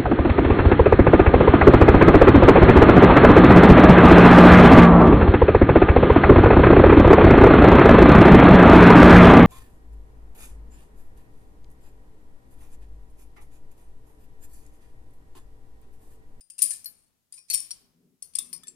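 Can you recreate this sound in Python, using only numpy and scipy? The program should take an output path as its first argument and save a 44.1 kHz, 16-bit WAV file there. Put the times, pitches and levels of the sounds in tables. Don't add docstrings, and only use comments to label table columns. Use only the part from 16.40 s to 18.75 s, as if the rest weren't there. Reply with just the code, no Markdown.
import sys
import numpy as np
from scipy import signal
from scipy.fft import rfft, irfft
from scipy.io import wavfile
from scipy.ndimage import uniform_filter1d

SR = 44100
rng = np.random.default_rng(int(sys.argv[2]) if len(sys.argv) > 2 else 0)


def to_wav(sig):
    pcm = np.clip(np.atleast_2d(sig), -1, 1) * 32767
    pcm = np.round(pcm).astype(np.int16)
    wavfile.write(sys.argv[1], SR, pcm.T)


def field_ratio(decibels):
    return 10 ** (np.asarray(decibels, dtype=float) / 20)


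N = 103635


def evened(x):
    return x / np.sqrt(np.mean(x ** 2) + 1e-20)


def read(points, hz):
    f, value = np.transpose(points)
    return np.interp(np.log(hz + 1), np.log(f + 1), value)


def add(mix, start_s, sound):
    part = mix[:, round(start_s * SR):][:, :sound.shape[1]]
    part += sound[:, :part.shape[1]]


def panned(left_minus_right_db):
    return field_ratio([[left_minus_right_db / 2], [-left_minus_right_db / 2]])


def resonate(x, hz, width_hz):
    turn = np.exp(2j * np.pi * hz * np.arange(x.shape[-1]) / SR)
    r = np.exp(-np.pi * width_hz / SR)
    return 2 * (turn * signal.lfilter([1 - r], [1, -r], x / turn)).real


# pitch_hz, level_db
CRACK_COLOUR = [(500, -45.5), (1000, -29), (2000, -13.5), (4000, -6), (6500, 0.5), (9000, 6), (13000, -7),
                (16000, -23.5)]
# pitch_hz, width_hz, lift_db
HAND_HOLLOW = [(1050, 300, 11.5), (2450, 450, 6), (3800, 430, -1.5), (5040, 730, 5), (6790, 200, -4)]


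def crack(noise, rise_ms, body_db=0):
    level_db, pan_db, lumps_db = -16.5, -1, 5
    body_hz, clatter_db, clatter_s = 6400, -12.5, 0.024
    t = np.arange(noise.shape[-1]) / SR
    hz = np.fft.rfftfreq(noise.shape[-1], 1 / SR)
    colour_db = read(CRACK_COLOUR, hz)
    colour_db += lumps_db * evened(uniform_filter1d(noise[2, :len(hz)], size=5))
    colour_db += sum(lift / (1 + (2 * (hz - f) / width) ** 2) for f, width, lift in HAND_HOLLOW)
    colour_db += body_db / (1 + (hz / body_hz) ** 6)
    bright = irfft(rfft(noise[:2]) * field_ratio(colour_db))
    u = t / (max(rise_ms, .1) / 1000)
    puff = u * np.exp(1 - u)
    clatter = field_ratio(clatter_db) * np.minimum(u, 1) * np.exp(-t / clatter_s)
    return evened(bright) * field_ratio(level_db) * (puff + clatter) * panned(pan_db)


# start_s, level_db, rise_ms, left_minus_right_db, body_lift_db
FIRST_TURN = [(.0074, -38.5, 2, 1.5, 1), (.0135, -51, 1.5, 2.5, 8), (0.1, -28.5, 1.8, -0.5, -3),
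              (0.108, -47.5, 2, 2.5, 7.5), (0.1813, -32.5, 1.2, 14.5, 2), (0.1888, -25.5, 1.7, 13.5, 5.5),
              (0.2096, -28, 2.5, -3, 1), (0.2188, -6, .8, 11, -4.5), (0.2211, -7, 1.2, 4.5, -10.5),
              (.2252, -4, 0.6, 6, -7.5), (0.228, -7.5, 0.9, 4.5, -6.5), (0.2338, -14, 2, 2, -7.5),
              (.2425, -19.5, .6, 3, -7), (.2465, -24.5, 1, 3, -4.5), (.2555, -23, .8, 4.5, -8.5),
              (0.2633, -21.5, 1.4, 7.5, -8.5), (.3051, -25.5, 2, 22, -3), (.3135, -16.5, .5, 3.5, -2),
              (0.3147, -21, 1, -20, -9), (0.335, -23, 1.6, 5, -10.5), (0.4433, -26.5, 1.83, 0.5, -2.5),
              (0.4569, -29, 1.26, 7.5, 9.5)]
SECOND_TURN = [(.9235, -26.5, 0.35, 0, -2), (.9305, -36, 1, 4.5, 11.5), (.9374, -42, 1, 4, 4),
               (.9615, -58, 0.92, -7, 4), (.9765, -57, 1.2, -18, -1.5), (1.082, -44, 15, -19, 4),
               (1.1005, -9.5, 0.6, 8, -1), (1.1065, -22.5, .6, 2, 14.5), (1.112, -15, 1, 1.5, 10),
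               (1.1362, -21, .6, 16, 14), (1.139, -15, 1.2, -11, 5.5), (1.1422, -10, 0.78, 7.5, 1.5),
               (1.1458, -5.5, 0.89, 3.5, -7), (1.2034, -15, 0.47, -1, -10), (1.307, -16, 1.09, -2, 4),
               (1.3115, -29.5, 1.94, -10, 11.5)]
THIRD_TURN = [
    (1.8236, -21.5, 0.82, 2, -2),
    (1.9355, -40.5, 2.2, 5, 11),
    (1.9511, -23, 3.7, 7, 10.5),
    (1.9851, -10.5, 2.06, 1, -1),
    (2.1296, -19, 0.39, 4.5, 5),
    (2.2333, -34.5, 1.6, -0.5, 7.5),
    (2.2702, -33, 1.6, 6.5, 19.5),
    (2.2807, -27, 0.25, 0, 0),
]


def knocks():
    out = np.zeros((2, N))
    rows = FIRST_TURN + SECOND_TURN + THIRD_TURN
    draws = rng.standard_normal((len(rows), 3, 2048))
    for (start_s, level_db, rise_ms, pan_db, body_db), draw in zip(rows, draws):
        add(out, start_s, field_ratio(level_db) * panned(pan_db) * crack(draw, rise_ms, body_db))
    return out


def ring(hz, db, t60, draw):
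    wobble_db, wobble_per_s, rise_s, pan_db = 3, 45, .0006, 3
    hz, db, t60 = np.array([hz, db, t60], float).reshape(3, -1, 1, 1)
    t = np.arange(SR // 4) / SR
    phase = draw.reshape(-1, 2, 1)
    rate = wobble_per_s * (1 + np.tanh(phase) / 2)
    level_db = db + wobble_db * np.sin(2 * np.pi * rate * t) - 60 * t / t60
    waves = field_ratio(level_db) * np.sin(2 * np.pi * (hz * t + phase))
    return waves.sum(0) * np.minimum(t / rise_s, 1) * panned(pan_db)


TOUCHES = [
    .345,
    .52,
    0.9315,
    1.124,
    1.276,
    2.183,
    2.2785,
]


def choked(start_s, sound):
    choke_db, choke_s = -14, .004
    t = start_s + np.arange(sound.shape[1]) / SR
    return sound * field_ratio(sum(choke_db * np.clip((t - at) / choke_s, 0, 1) for at in TOUCHES if at > start_s))


RING_FACE_HZ = [4393, 5250, 10540, 11675, 14385]
RING_EDGE_HZ = [4440, 5570, 9190, 10570, 11680]
HOOK_BODY_HZ = [4945, 9268, 11670, 12690, 13330]
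HOOK_TIP_HZ = [9450, 12720, 13740, 14540, 14400]
WHEEL_HUB_HZ = [1300, 3510, 3750, 7535, 13740]
WHEEL_RIM_HZ = [4465, 5385, 5955, 7900, 10900]
# level_db, t60_s
RING_FACE = [(-12, 0.12), (-21, 0.096), (-16, 0.17), (-12, 0.18), (-16, 0.064)]
RING_EDGE = [(-7, .05), (-4.5, 0.099), (-13, 0.12), (-23, 0.14), (-15.5, 0.04)]
HOOK_BODY = [(-15.5, 0.42), (-9, 0.16), (-17.5, 0.017), (-15, 0.087), (-21.5, 0.085)]
HOOK_TIP = [(-22, 0.14), (-17.5, 0.1), (-10.5, 0.065), (-1, 0.045), (-9.5, 0.05)]
WHEEL_HUB = [(-34, 0.014), (-8.5, 0.12), (-16, 0.12), (-11, 0.098), (-11.5, 0.08)]
WHEEL_RIM = [(-13.5, 0.12), (-4.5, 0.063), (-16.5, 0.16), (-11, 0.12), (-13, 0.051)]
# start_s, level_db, free_share (of the ring time, left by the fingers)
RING_FACE_HITS = [(0.4577, -24, 0.89), (1.105, -21.5, 2.1), (1.825, -39.5, 1.44), (1.989, -62, 1.1),
                  (2.1285, -33, 0.79)]
RING_EDGE_HITS = [(0.9773, -49, 2.3), (1.1317, -25.5, 0.7), (1.1456, -26, 2.97), (1.312, -29, 0.64),
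                  (1.8223, -50.5, 0.84), (2.134, -41.5, 2.4)]
HOOK_BODY_HITS = [(.0078, -53.5, 1.4), (.1012, -45.5, 1.1), (.2215, -27.5, 0.72), (.924, -36.5, 0.21),
                  (.9376, -47, 1.6), (1.1015, -31.5, 0.53), (1.1535, -28, 0.43), (1.953, -19.5, 0.18),
                  (2.13, -35.5, 0.99)]
HOOK_TIP_HITS = [(0.188, -41, 0.41), (0.2242, -17, 1), (.4445, -43, 0.33), (1.137, -17.5, 1),
                 (1.3138, -50, 0.59), (1.9524, -48, 0.43), (2.128, -77, 0.87)]
WHEEL_HUB_HITS = [
    (1.9875, -27, 1.06),
    (2.236, -42, 0.63),
    (2.279, -51, 0.73),
]
WHEEL_RIM_HITS = [(0.3174, -37.5, 0.27), (1.8257, -47.5, 1), (1.952, -34, 0.96), (1.988, -28, 0.51),
                  (2.267, -50.5, 0.35), (2.2807, -40.5, 0.59)]
# start_s, pitch_hz, level_db, t60_s
PINGS = [(.012, 2530, -71, 0.072), (.013, 5040, -56, 0.077), (.101, 5650, -64, 0.15),
         (.106, 2615, -64, 0.11), (.19, 2760, -39.5, 0.035), (.2305, 9030, -41, 0.14),
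         (.2305, 9448, -40.5, 0.45), (.2305, 8742, -38.5, .15), (.2305, 12500, -36.5, 0.18),
         (.315, 8300, -41, 0.038), (0.318, 1753, -52, 0.35), (.978, 2442, -55.5, 0.15),
         (.98, 1050, -71.5, 0.14), (1.101, 2578, -45.5, 0.18), (1.102, 9168, -53.5, 0.12),
         (1.102, 6207, -31.5, 0.15), (1.103, 4393, -30, 0.3), (1.137, 2500, -47.5, 0.16),
         (1.148, 9288, -31, 0.1), (1.148, 8600, -47.5, 0.038), (1.31, 5150, -50, 0.068),
         (2.131, 1088, -66, 0.34), (0.46, 1740, -68, 0.21), (2.2335, 1286, -56.5, 0.035),
         (2.238, 1783, -61.5, 0.57), (2.281, 7580, -36.5, 0.079), (2.281, 8040, -36, 0.066)]


def rings():
    mode_spread_db = 1.5
    out = np.zeros((2, N))
    families = [(RING_FACE_HZ, RING_FACE, RING_FACE_HITS), (RING_EDGE_HZ, RING_EDGE, RING_EDGE_HITS),
                (HOOK_BODY_HZ, HOOK_BODY, HOOK_BODY_HITS), (HOOK_TIP_HZ, HOOK_TIP, HOOK_TIP_HITS),
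                (WHEEL_HUB_HZ, WHEEL_HUB, WHEEL_HUB_HITS), (WHEEL_RIM_HZ, WHEEL_RIM, WHEEL_RIM_HITS)]
    for hz, modes, hits in families:
        mode_db, t60 = np.transpose(modes)
        draws = rng.standard_normal((len(hits), 3, len(hz)))
        for (start_s, level_db, free_share), draw in zip(hits, draws):
            strike_db = level_db + mode_db + mode_spread_db * draw[0]
            add(out, start_s, choked(start_s, ring(hz, strike_db, free_share * t60, draw[1:])))
    for (start_s, hz, level_db, t60), draw in zip(PINGS, rng.random((len(PINGS), 2))):
        add(out, start_s, choked(start_s, ring(hz, level_db, t60, draw)))
    return out


# start_s, length_s, level_db, fade_db (change by the end)
SCRAPES = [
    (0.182, .03, -42.5, -8),
    (0.21, 0.16, -40.5, -10.5),
    (0.464, 0.22, -67, -14),
    (0.936, 0.055, -57, 0),
    (1.123, 0.07, -39.5, -6),
    (1.943, 0.0046, -71, 15),
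    (1.962, 0.014, -42.5, -11),
]


def scrapes():
    ticks_per_s, spread_db, rise_ms, kinds = 2300, 5, 2, 12
    t = np.arange(N) / SR
    level = np.zeros(N)
    for start_s, length_s, level_db, fade_db in SCRAPES:
        sliding = (t > start_s) & (t < start_s + length_s)
        level += sliding * field_ratio(level_db + fade_db * np.clip((t - start_s) / length_s, 0, 1))
    size = field_ratio(spread_db * np.minimum(rng.exponential(1, N), 3))
    ticks = level * size * (rng.random(N) < ticks_per_s / SR)
    kind = rng.integers(0, kinds, N)
    out = np.zeros((2, N))
    for k in range(kinds):
        tick = crack(rng.standard_normal((3, 1024)), rise_ms)
        out += signal.oaconvolve((ticks * (kind == k))[None], tick, axes=1)[:, :N]
    return out


# pitch_hz, t60_s
ROOM_DECAY = [(500, 1), (2000, 0.62), (5000, 0.49), (9000, 0.32), (16000, 0.64)]


def room(x):
    level_db, delay_s = -9.5, 0.012
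    hz, t, z = signal.stft(rng.standard_normal((2, SR)), SR, nperseg=256)
    decay = field_ratio(-60 * t / read(ROOM_DECAY, hz)[:, None])
    tail = signal.istft(z * decay, SR, nperseg=256)[1]
    tail *= np.arange(tail.shape[1]) > delay_s * SR
    return field_ratio(level_db) * signal.fftconvolve(x, tail / np.linalg.norm(tail[0]), axes=1)[:, :N]


# pitch_hz, width_hz, lift_db
PORTS = [(9401, 210, 18.5), (8850, 250, 6.5)]


def ports(x):
    low_cut_hz, top_hz, shadow_hz = 600, 14880, 11000
    dip_hz, dip_width_hz, dip_share = 11200, 1500, .75
    band = signal.butter(4, [low_cut_hz, top_hz], "band", fs=SR, output="sos")
    left, right = signal.sosfilt(band, x)
    right = signal.lfilter(*signal.butter(2, shadow_hz, fs=SR), right)
    right = right - dip_share * resonate(right, dip_hz, dip_width_hz)
    return np.array([ch + (field_ratio(lift_db) - 1) * resonate(ch, hz, width_hz)
                     for ch, (hz, width_hz, lift_db) in zip([left, right], PORTS)])


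def gate_lift_db(near):
    open_at_db, most_db, close_db_per_s, duck_at_db = -34.5, 15.5, 40.5, -26
    power = uniform_filter1d((near ** 2).mean(0), 1024)[::256]
    loud_db = 10 * np.log10(abs(power) + 1e-12)
    fall = np.arange(len(loud_db)) * 256 / SR * close_db_per_s
    opened = np.clip(loud_db - open_at_db + most_db, 0, most_db)
    lift_db = np.maximum(np.maximum.accumulate(opened + fall) - fall, 0)
    lift_db = lift_db - np.maximum(loud_db - duck_at_db, 0)
    return uniform_filter1d(np.pad(lift_db, (0, 5), "edge"), size=7, origin=3)


# pitch_hz, level_db (per Hz)
HUSH_COLOUR = [(15, -38), (25, -6.5), (170, -7.5), (212, -8.5), (363, -14.5), (416, -15.5), (1610, -21.5),
               (2110, -22), (16000, -18)]


def hush(near):
    level_db, pan_db, same = -77.5, 2.5, 0.1
    gate_low_hz, top_hz = 2604, 15600
    lift_db = gate_lift_db(near)
    hz = np.fft.rfftfreq(1024, 1 / SR)[:, None]
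    a, b, c, d = rng.standard_normal((len(lift_db), 513, 4)).T
    left = a + 1j * b
    right = same * left + np.sqrt(1 - same ** 2) * (c + 1j * d)
    z = np.array([left, right]) * field_ratio(read(HUSH_COLOUR, hz))
    z /= 1 + (hz / top_hz) ** 12
    gate = field_ratio(lift_db / (1 + (hz / gate_low_hz) ** 2))
    shut = signal.istft(z, nperseg=1024, noverlap=768)[1]
    out = signal.istft(z * gate, nperseg=1024, noverlap=768)[1]
    return field_ratio(level_db) * panned(pan_db) * out[:, :N] / shut.std()


# centre_s, half_length_s, level_db
RUMBLE_SWELLS = [
    (1.128, .02, -74.5),
    (1.453, 0.052, -71.5),
    (1.655, 0.1, -64),
    (2.102, 0.11, -61),
    (2.32, 0.065, -62),
]
# pitch_hz, width_hz, level_db
RUMBLE_BODY = [(180, 40, 0), (236, 32, 2), (385, 45, -6.5)]


def rumble():
    pan_db, side_db, flutter_db = 3.5, -10.5, -1
    t = np.arange(N) / SR
    level = sum(field_ratio(db) * np.exp(-((t - centre_s) / half_s) ** 2) for centre_s, half_s, db in RUMBLE_SWELLS)
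    mid, side = rng.standard_normal((2, N))
    drive = np.array([mid + field_ratio(side_db) * side, mid - field_ratio(side_db) * side])
    body = sum(field_ratio(db) * resonate(resonate(drive, hz, width), hz, 2 * width) for hz, width, db in RUMBLE_BODY)
    slow = uniform_filter1d(uniform_filter1d(mid * side, size=600), size=600)
    return evened(body * field_ratio(flutter_db * evened(slow))) * panned(pan_db) * level


def scene():
    ring_room_db = -12
    rough = knocks() + scrapes()
    tones = rings()
    near = ports(rough + tones + room(rough + field_ratio(ring_room_db) * tones))
    return near + hush(near) + rumble()


def low_pass(x):
    return signal.sosfilt(signal.butter(12, 16460, fs=SR, output="sos"), x)


def record(dry):
    edge_hz = 16420
    limited = signal.oaconvolve(dry, signal.firwin(127, edge_hz, fs=SR)[None], "same")
    return low_pass(limited)


dry = scene()
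out = record(dry)
to_wav(out)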